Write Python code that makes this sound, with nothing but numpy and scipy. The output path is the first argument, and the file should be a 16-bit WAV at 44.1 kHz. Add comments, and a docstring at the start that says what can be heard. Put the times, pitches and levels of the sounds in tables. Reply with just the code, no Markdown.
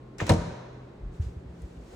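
"""A microwave door is pushed shut in a live kitchen. The latch hooks scrape and knock on their ramps,
ride over and snap in with plastic clicks; the door slams on the steel case, which rattles, booms
and rings. Then the hand-held microphone swings away with soft bumps and a rustle of clothes.
Room air and a quiet appliance hum lie under it all."""
import sys
import numpy as np
from scipy import signal
from scipy.fft import rfft, irfft, next_fast_len
from scipy.io import wavfile
from scipy.ndimage import uniform_filter1d

SR = 44100
rng = np.random.default_rng(int(sys.argv[2]) if len(sys.argv) > 2 else 0)


def int16_out(signal):
    """Quantize to a 16-bit WAV file."""
    q = np.round(np.clip(np.atleast_2d(signal).T, -1, 1) * 32767)
    wavfile.write(sys.argv[1], SR, q.astype(np.int16))


N = 85995


def undb(db):
    """Decibels to gain."""
    return 10 ** (np.asarray(db) / 20)


def unit(x):
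    """Scale to rms 1."""
    return x / np.sqrt(np.mean(x ** 2))


def on_log(hz, points):
    """Read (Hz, value) points on a log-frequency axis."""
    freqs, values = np.array(points, float).T
    return np.interp(np.log(np.maximum(hz, 1)), np.log(freqs), values)


def colour(x, points):
    """Minimum-phase EQ through (Hz, dB) points."""
    size = 2 * next_fast_len(N)
    gain = undb(on_log(np.arange(size // 2 + 1) * SR / size, points))
    cepstrum = irfft(np.log(gain))
    cepstrum[1:size // 2] *= 2
    cepstrum[size // 2 + 1:] = 0
    return irfft(rfft(x, size) * np.exp(rfft(cepstrum)))[..., :N]


# Stereo width. Each row: frequency in Hz, side against mid in dB.
WIDTH = [(60, -17), (170, -19.5), (350, -10.5), (650, 1.5), (1400, -4), (2800, 1), (4300, -1.5),
         (7500, -5.5), (10000, 15)]
def noise():
    """Stereo noise, narrow in the bass and wide in the treble."""
    mid, side = rfft(rng.standard_normal((2, N)))
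    width = undb(on_log(np.arange(len(mid)) * SR / N, WIDTH))
    return irfft(np.array([mid + width * side, mid - width * side]) / np.sqrt(1 + width ** 2), N)


def shaped_noise(eq):
    """Stereo noise through an EQ, at rms 1."""
    return unit(colour(noise(), eq))


def since(start):
    """Seconds since a moment, zero before it."""
    return np.maximum(np.arange(N) / SR - start, 0)


def fade(start, t60, rise=0.00028):
    """Envelope: a straight attack, then exponential decay."""
    t = since(start)
    return np.minimum(t / rise, 1) * np.exp(-np.log(1000) * np.maximum(t - rise, 0) / t60)


def ring(start, hz, t60, rise):
    """One damped mode."""
    return fade(start, t60, rise) * np.sin(2 * np.pi * hz * since(start))


def soften(x, hz):
    """A soft contact passes less treble."""
    return signal.sosfilt(signal.butter(1, min(hz, SR / 3), fs=SR, output="sos"), x)


def place(x, lag_s=0.00008, pan_db=0.8):
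    """A source on the left reaches the right channel later and weaker."""
    late = np.interp(np.arange(N) - lag_s * SR, np.arange(N), x)
    return np.array([x * undb(pan_db / 2), late * undb(-pan_db / 2)])


# Room tone EQ. Each row: frequency in Hz, gain in dB.
AIR_EQ = [(20, -8.5), (50, 3.5), (100, -3.5), (200, -1.5), (370, -1.5), (655, -10.5), (1090, -18),
          (2130, -26.5), (3000, -32), (4150, -34.5), (9000, -63.5), (11500, -62), (15000, -66)]
def room_air():
    """A steady, dark bed of air."""
    return undb(-48.5) * shaped_noise(AIR_EQ)


# Hum fader moves. Each row: time in seconds, levels of the low, middle and high tone in dB.
HUM_LEVELS = [(0, -49, -92, -65), (0.6, -44, -69, -67.5), (0.951, -48.5, -56.5, -72),
              (1.25, -48.5, -48, -82), (1.898, -56.5, -54, -85)]
def appliance_hum(tones_hz=(126, 171.5, 1066), waver_depth=0.2):
    """Three wavering tones whose balance shifts as the microphone turns."""
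    t = since(0)
    times, *levels = np.array(HUM_LEVELS).T
    hum = 0
    for hz, db in zip(tones_hz, levels):
        drift = unit(colour(rng.standard_normal(N), [(6, -20), (40, -83), (200, -120)]))
        hum += undb(np.interp(t, times, db)) * (1 + waver_depth * drift) * np.sin(2 * np.pi * hz * t)
    return hum


# Scrape envelope. Each row: time in seconds, level in dB.
SCRAPE_LEVELS = [(0.178, -84), (0.184, -53), (0.206, -34.5), (0.218, -37), (0.251, -46), (0.288, -37),
                 (0.301, -55)]
# Scrape EQ. Each row: frequency in Hz, gain in dB.
SCRAPE_EQ = [(150, 9.5), (400, 14.5), (1200, 7.5), (2200, 9), (3300, 4), (5000, -4.5), (7000, -0.5),
             (9000, -12), (11200, -23), (15000, -8)]
def hook_scrape(grain_db=0.5):
    """The hooks slide along their ramps with a little grit."""
    grain = unit(uniform_filter1d(rng.standard_normal(N), size=60))
    level_db = np.interp(since(0), *np.array(SCRAPE_LEVELS).T, left=-np.inf, right=-np.inf)
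    return undb(level_db + grain_db * grain) * shaped_noise(SCRAPE_EQ)


# Latch clicks. Each row: start in seconds, relative level in dB.
CLICKS = [(0.183, -22), (0.2667, -17), (0.2825, -39), (0.2927, -4.5), (0.2985, -14), (0.3052, -20),
          (0.3171, -16.5), (0.336, -17)]
# Click EQ. Each row: frequency in Hz, gain in dB.
CLICK_EQ = [(300, -1), (1000, -12), (2200, -4), (3300, -16.5), (4200, -1.5), (4750, -10.5), (5500, -3.5),
            (6100, -10), (6800, -6.5), (8600, -11.5), (9700, -0.5), (11300, -29), (15000, -12)]
def latch_clicks():
    """The plastic latch clicks in tight, bright bursts."""
    envelope = sum(undb(db) * fade(start, t60=0.047) for start, db in CLICKS)
    return undb(-18.5) * envelope * shaped_noise(CLICK_EQ)


# Reverb decay. Each row: frequency in Hz, t60 in seconds.
ROOM_T60 = [(60, 0.54), (250, 0.77), (700, 1.54), (2000, 1.5), (4500, 1.17), (8500, 0.67)]
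# Reverb return EQ. Each row: frequency in Hz, gain in dB.
ROOM_EQ = [(45, 1), (90, 0), (140, -5.5), (215, 2.5), (262, -3.5), (300, 0.5), (600, -2), (780, -5.5),
           (1100, -0.5), (1900, -4.5), (2700, -5.5), (4300, -4.5), (5100, -6.5), (6800, -2.5), (8500, -6.5)]
def kitchen_reverb(x, modal_share=0.35, predelay_s=0.0037):
    """Band by band, part of the tail rings at fixed room modes, part is a wash of the stored power."""
    edges_hz = 40 * 2 ** (np.arange(13) * 2 / 3)
    tail = 0
    for lo, hi in zip(edges_hz, edges_hz[1:]):
        band = signal.butter(4, (lo, hi), "bandpass", fs=SR, output="sos")
        send = signal.sosfilt(signal.butter(2, (lo, hi), "bandpass", fs=SR, output="sos"), x)
        decay = fade(predelay_s, on_log(np.sqrt(lo * hi), ROOM_T60), rise=0.0022)
        decay /= np.sqrt(np.sum(decay ** 2))
        stored = np.maximum(signal.fftconvolve(np.mean(send ** 2, axis=0), decay ** 2)[:N], 0)
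        wash = np.sqrt(stored) * unit(signal.sosfilt(band, noise()))
        modes = signal.fftconvolve(decay * noise(), signal.sosfilt(band, x[:1]), axes=1)[:, :N]
        tail += np.sqrt(1 - modal_share) * wash + np.sqrt(modal_share) * modes
    return undb(-5.5) * colour(tail, ROOM_EQ)


# Hook hits. Each row: start in seconds, level in dB.
HOOK_HITS = [(0.202, -17.5), (0.2045, -30), (0.2967, -18), (0.2991, -22)]
# Hook modes. Each row: frequency in Hz, relative level in dB, t60 in seconds.
HOOK_MODES = [(1237, -12, 0.03), (1637, -11.5, .012), (1806, -3, 0.022), (2080, -9, .022),
              (2360, -9, 0.0046)]
def hook_knocks():
    """The hooks knock on their ramps, bounce, and later drop into the catch."""
    return place(sum(undb(db + mode_db) * ring(start, hz, t60, rise=0.0007)
                     for start, db in HOOK_HITS for hz, mode_db, t60 in HOOK_MODES))


# Door blows on the case. 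Each row: start in seconds, relative level in dB, low-pass cutoff in Hz.
DOOR_BLOWS = [(0.214, -8, 1000), (0.262, -25.5, 400), (0.279, -18, 1520), (0.2933, -3.5, 1680),
              (0.2989, -5.5, 1490), (0.3066, -5, 550), (0.3181, -9.5, 600), (0.337, -16.5, 350)]
# Panel EQ. Each row: frequency in Hz, gain in dB.
PANEL_EQ = [(70, -11), (160, 6.5), (220, 2), (262, -5), (315, -4), (650, 2), (800, -9), (930, -1.5),
            (1150, -13), (1800, -18), (3000, -12), (8000, -36)]
def panel_rattle(diffuse_share=0.47):
    """Each blow rattles the dense panel modes; part of the sound arrives from all sides."""
    direct = np.sqrt(1 - diffuse_share) * place(rng.standard_normal(N))
    diffuse = np.sqrt(diffuse_share) * noise()
    panel = undb(-15) * unit(colour(direct + diffuse, PANEL_EQ))
    return sum(undb(db) * soften(panel * fade(start, t60=0.097), hz) for start, db, hz in DOOR_BLOWS)


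# First contact and slam. Each row: start in seconds, level in dB, low-pass cutoff in Hz.
CASE_HITS = [(0.2173, -32, 130), (0.3, -22.5, 700)]
# Steel case modes. Each row: frequency in Hz, relative level in dB, t60 in seconds.
CASE_MODES = [(127.7, -2, 0.35), (170.4, -2, .58), (213.5, 2, 0.28), (322.2, -0.5, 0.32), (468, -2, 0.26),
              (618, -5.5, .3), (775, -15, 0.59), (876, -22, 0.42), (932, -10.5, 0.32), (1109, -6.5, 0.17),
              (1217, -13.5, .5), (1670, -11, .3), (2320, -14, 0.26), (4603, -18, 0.3)]
def case_ring():
    """The steel rings on after both hits; the gentle first contact stirs mainly its low modes."""
    rings = 0
    for start, db, cutoff_hz in CASE_HITS:
        modes = sum(undb(mode_db) * ring(start, hz, t60, rise=0.004) for hz, mode_db, t60 in CASE_MODES)
        rings += undb(db) * soften(modes, cutoff_hz)
    return place(rings, lag_s=0.0002, pan_db=1.5)


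# Low-end weight. Each row: start in seconds, level in dB, pitch in Hz, t60 in seconds.
BOOMS = [(0.2196, -19, 100.5, 0.072), (0.3031, -5.5, 98, 0.07)]
def box_boom():
    """The whole box booms as the door seats."""
    return place(sum(undb(db) * ring(start, hz, t60, rise=0.004) for start, db, hz, t60 in BOOMS))


def spring_snap():
    """The latch spring snaps home with a tiny ping."""
    return place(undb(-16) * ring(start=0.2953, hz=4103, t60=0.011, rise=0.0007))


# Handling bumps. Each row: start in seconds, level in dB, pitch in Hz, attack and t60 in seconds.
BUMPS = [(1.001, -28.5, 48.3, 0.066, 0.24), (1.196, -20, 84, 0.0049, 0.16), (1.256, -25, 85.2, 0.013, 0.1),
         (1.301, -35, 80, 0.0092, 0.067), (1.363, -31, 84, 0.0054, 0.12), (1.457, -33, 73.6, 0.0046, 0.12),
         (1.49, -39, 76, 0.0067, .12), (1.6, -33.5, 65, 0.053, 0.1), (1.765, -36.5, 61.2, 0.011, 0.28),
         (1.925, -41, 64, .015, .15)]
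# Rumble EQ. Each row: frequency in Hz, gain in dB.
RUMBLE_EQ = [(25, -29.5), (55, 14.5), (110, 2.5), (220, -31), (600, -37), (2000, -37), (8000, -84.5)]
def microphone_bumps(sag_share=0.2):
    """The hand bumps the microphone: dull thuds that sag in pitch, each with some loose rumble."""
    rumble = undb(-8) * shaped_noise(RUMBLE_EQ)
    bumps = 0
    for start, db, hz, rise, t60 in BUMPS:
        t = since(start)
        pitch = hz * (1 - sag_share * np.minimum(t / (rise + t60 / 4), 1)) * (t > 0)
        thud = np.sin(2 * np.pi * np.cumsum(pitch) / SR)
        bumps += undb(db) * fade(start, t60, rise) * (thud + rumble)
    return bumps


# Rustle envelope. Each row: time in seconds, level in dB.
RUSTLE_LEVELS = [(0, -74), (1.11, -73.5), (1.15, -63.5), (1.2, -68), (1.223, -56.5), (1.33, -67.5),
                 (1.45, -72.5), (1.63, -64.5), (1.8, -66.5), (1.94, -58.5)]
# Cloth EQ. Each row: frequency in Hz, gain in dB.
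RUSTLE_EQ = [(300, -7.5), (1500, 1.5), (3000, -0.5), (4500, -2.5), (8500, -4.5), (11500, -8.5), (15000, -9)]
def cloth_rustle():
    """Clothes brush in faint swells as the microphone swings round."""
    return undb(np.interp(since(0), *np.array(RUSTLE_LEVELS).T)) * shaped_noise(RUSTLE_EQ)


# Grip noises. Each row: start in seconds, level in dB, centre in Hz, attack and t60 in seconds.
SCUFFS = [(1.618, -55, 9000, 0.0015, 0.026), (1.771, -57, 2000, 0.0013, 0.014), (1.9, -48, 430, 0.035, 0.3),
          (1.906, -68, 1820, 0.028, .4)]
def grip_scuffs():
    """The grip ticks and scuffs, each time in one broad band of noise."""
    scuffs = 0
    for start, db, hz, rise, t60 in SCUFFS:
        eq = [(hz / 2, -12), (hz, 0), (hz * 2, -15), (hz * 10, -50)]
        scuffs += undb(db) * fade(start, t60, rise) * shaped_noise(eq)
    return scuffs


def scene():
    """Latch and door feed the reverb; case ring, handling and background stay dry."""
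    background = room_air() + appliance_hum()
    latch = hook_scrape() + latch_clicks() + hook_knocks() + spring_snap()
    closing = latch + panel_rattle() + box_boom()
    handling = microphone_bumps() + cloth_rustle() + grip_scuffs()
    return background + closing + kitchen_reverb(closing) + case_ring() + handling


def record(dry, low_cut_hz=40.6, top_hz=16300):
    """A low cut drops the deepest rumble; a steep high cut trims the top."""
    dry = signal.sosfilt(signal.butter(2, low_cut_hz, "highpass", fs=SR, output="sos"), dry)
    return signal.sosfilt(signal.ellip(8, .2, 70, top_hz, fs=SR, output="sos"), dry)


dry = scene()
out = record(dry)
int16_out(out)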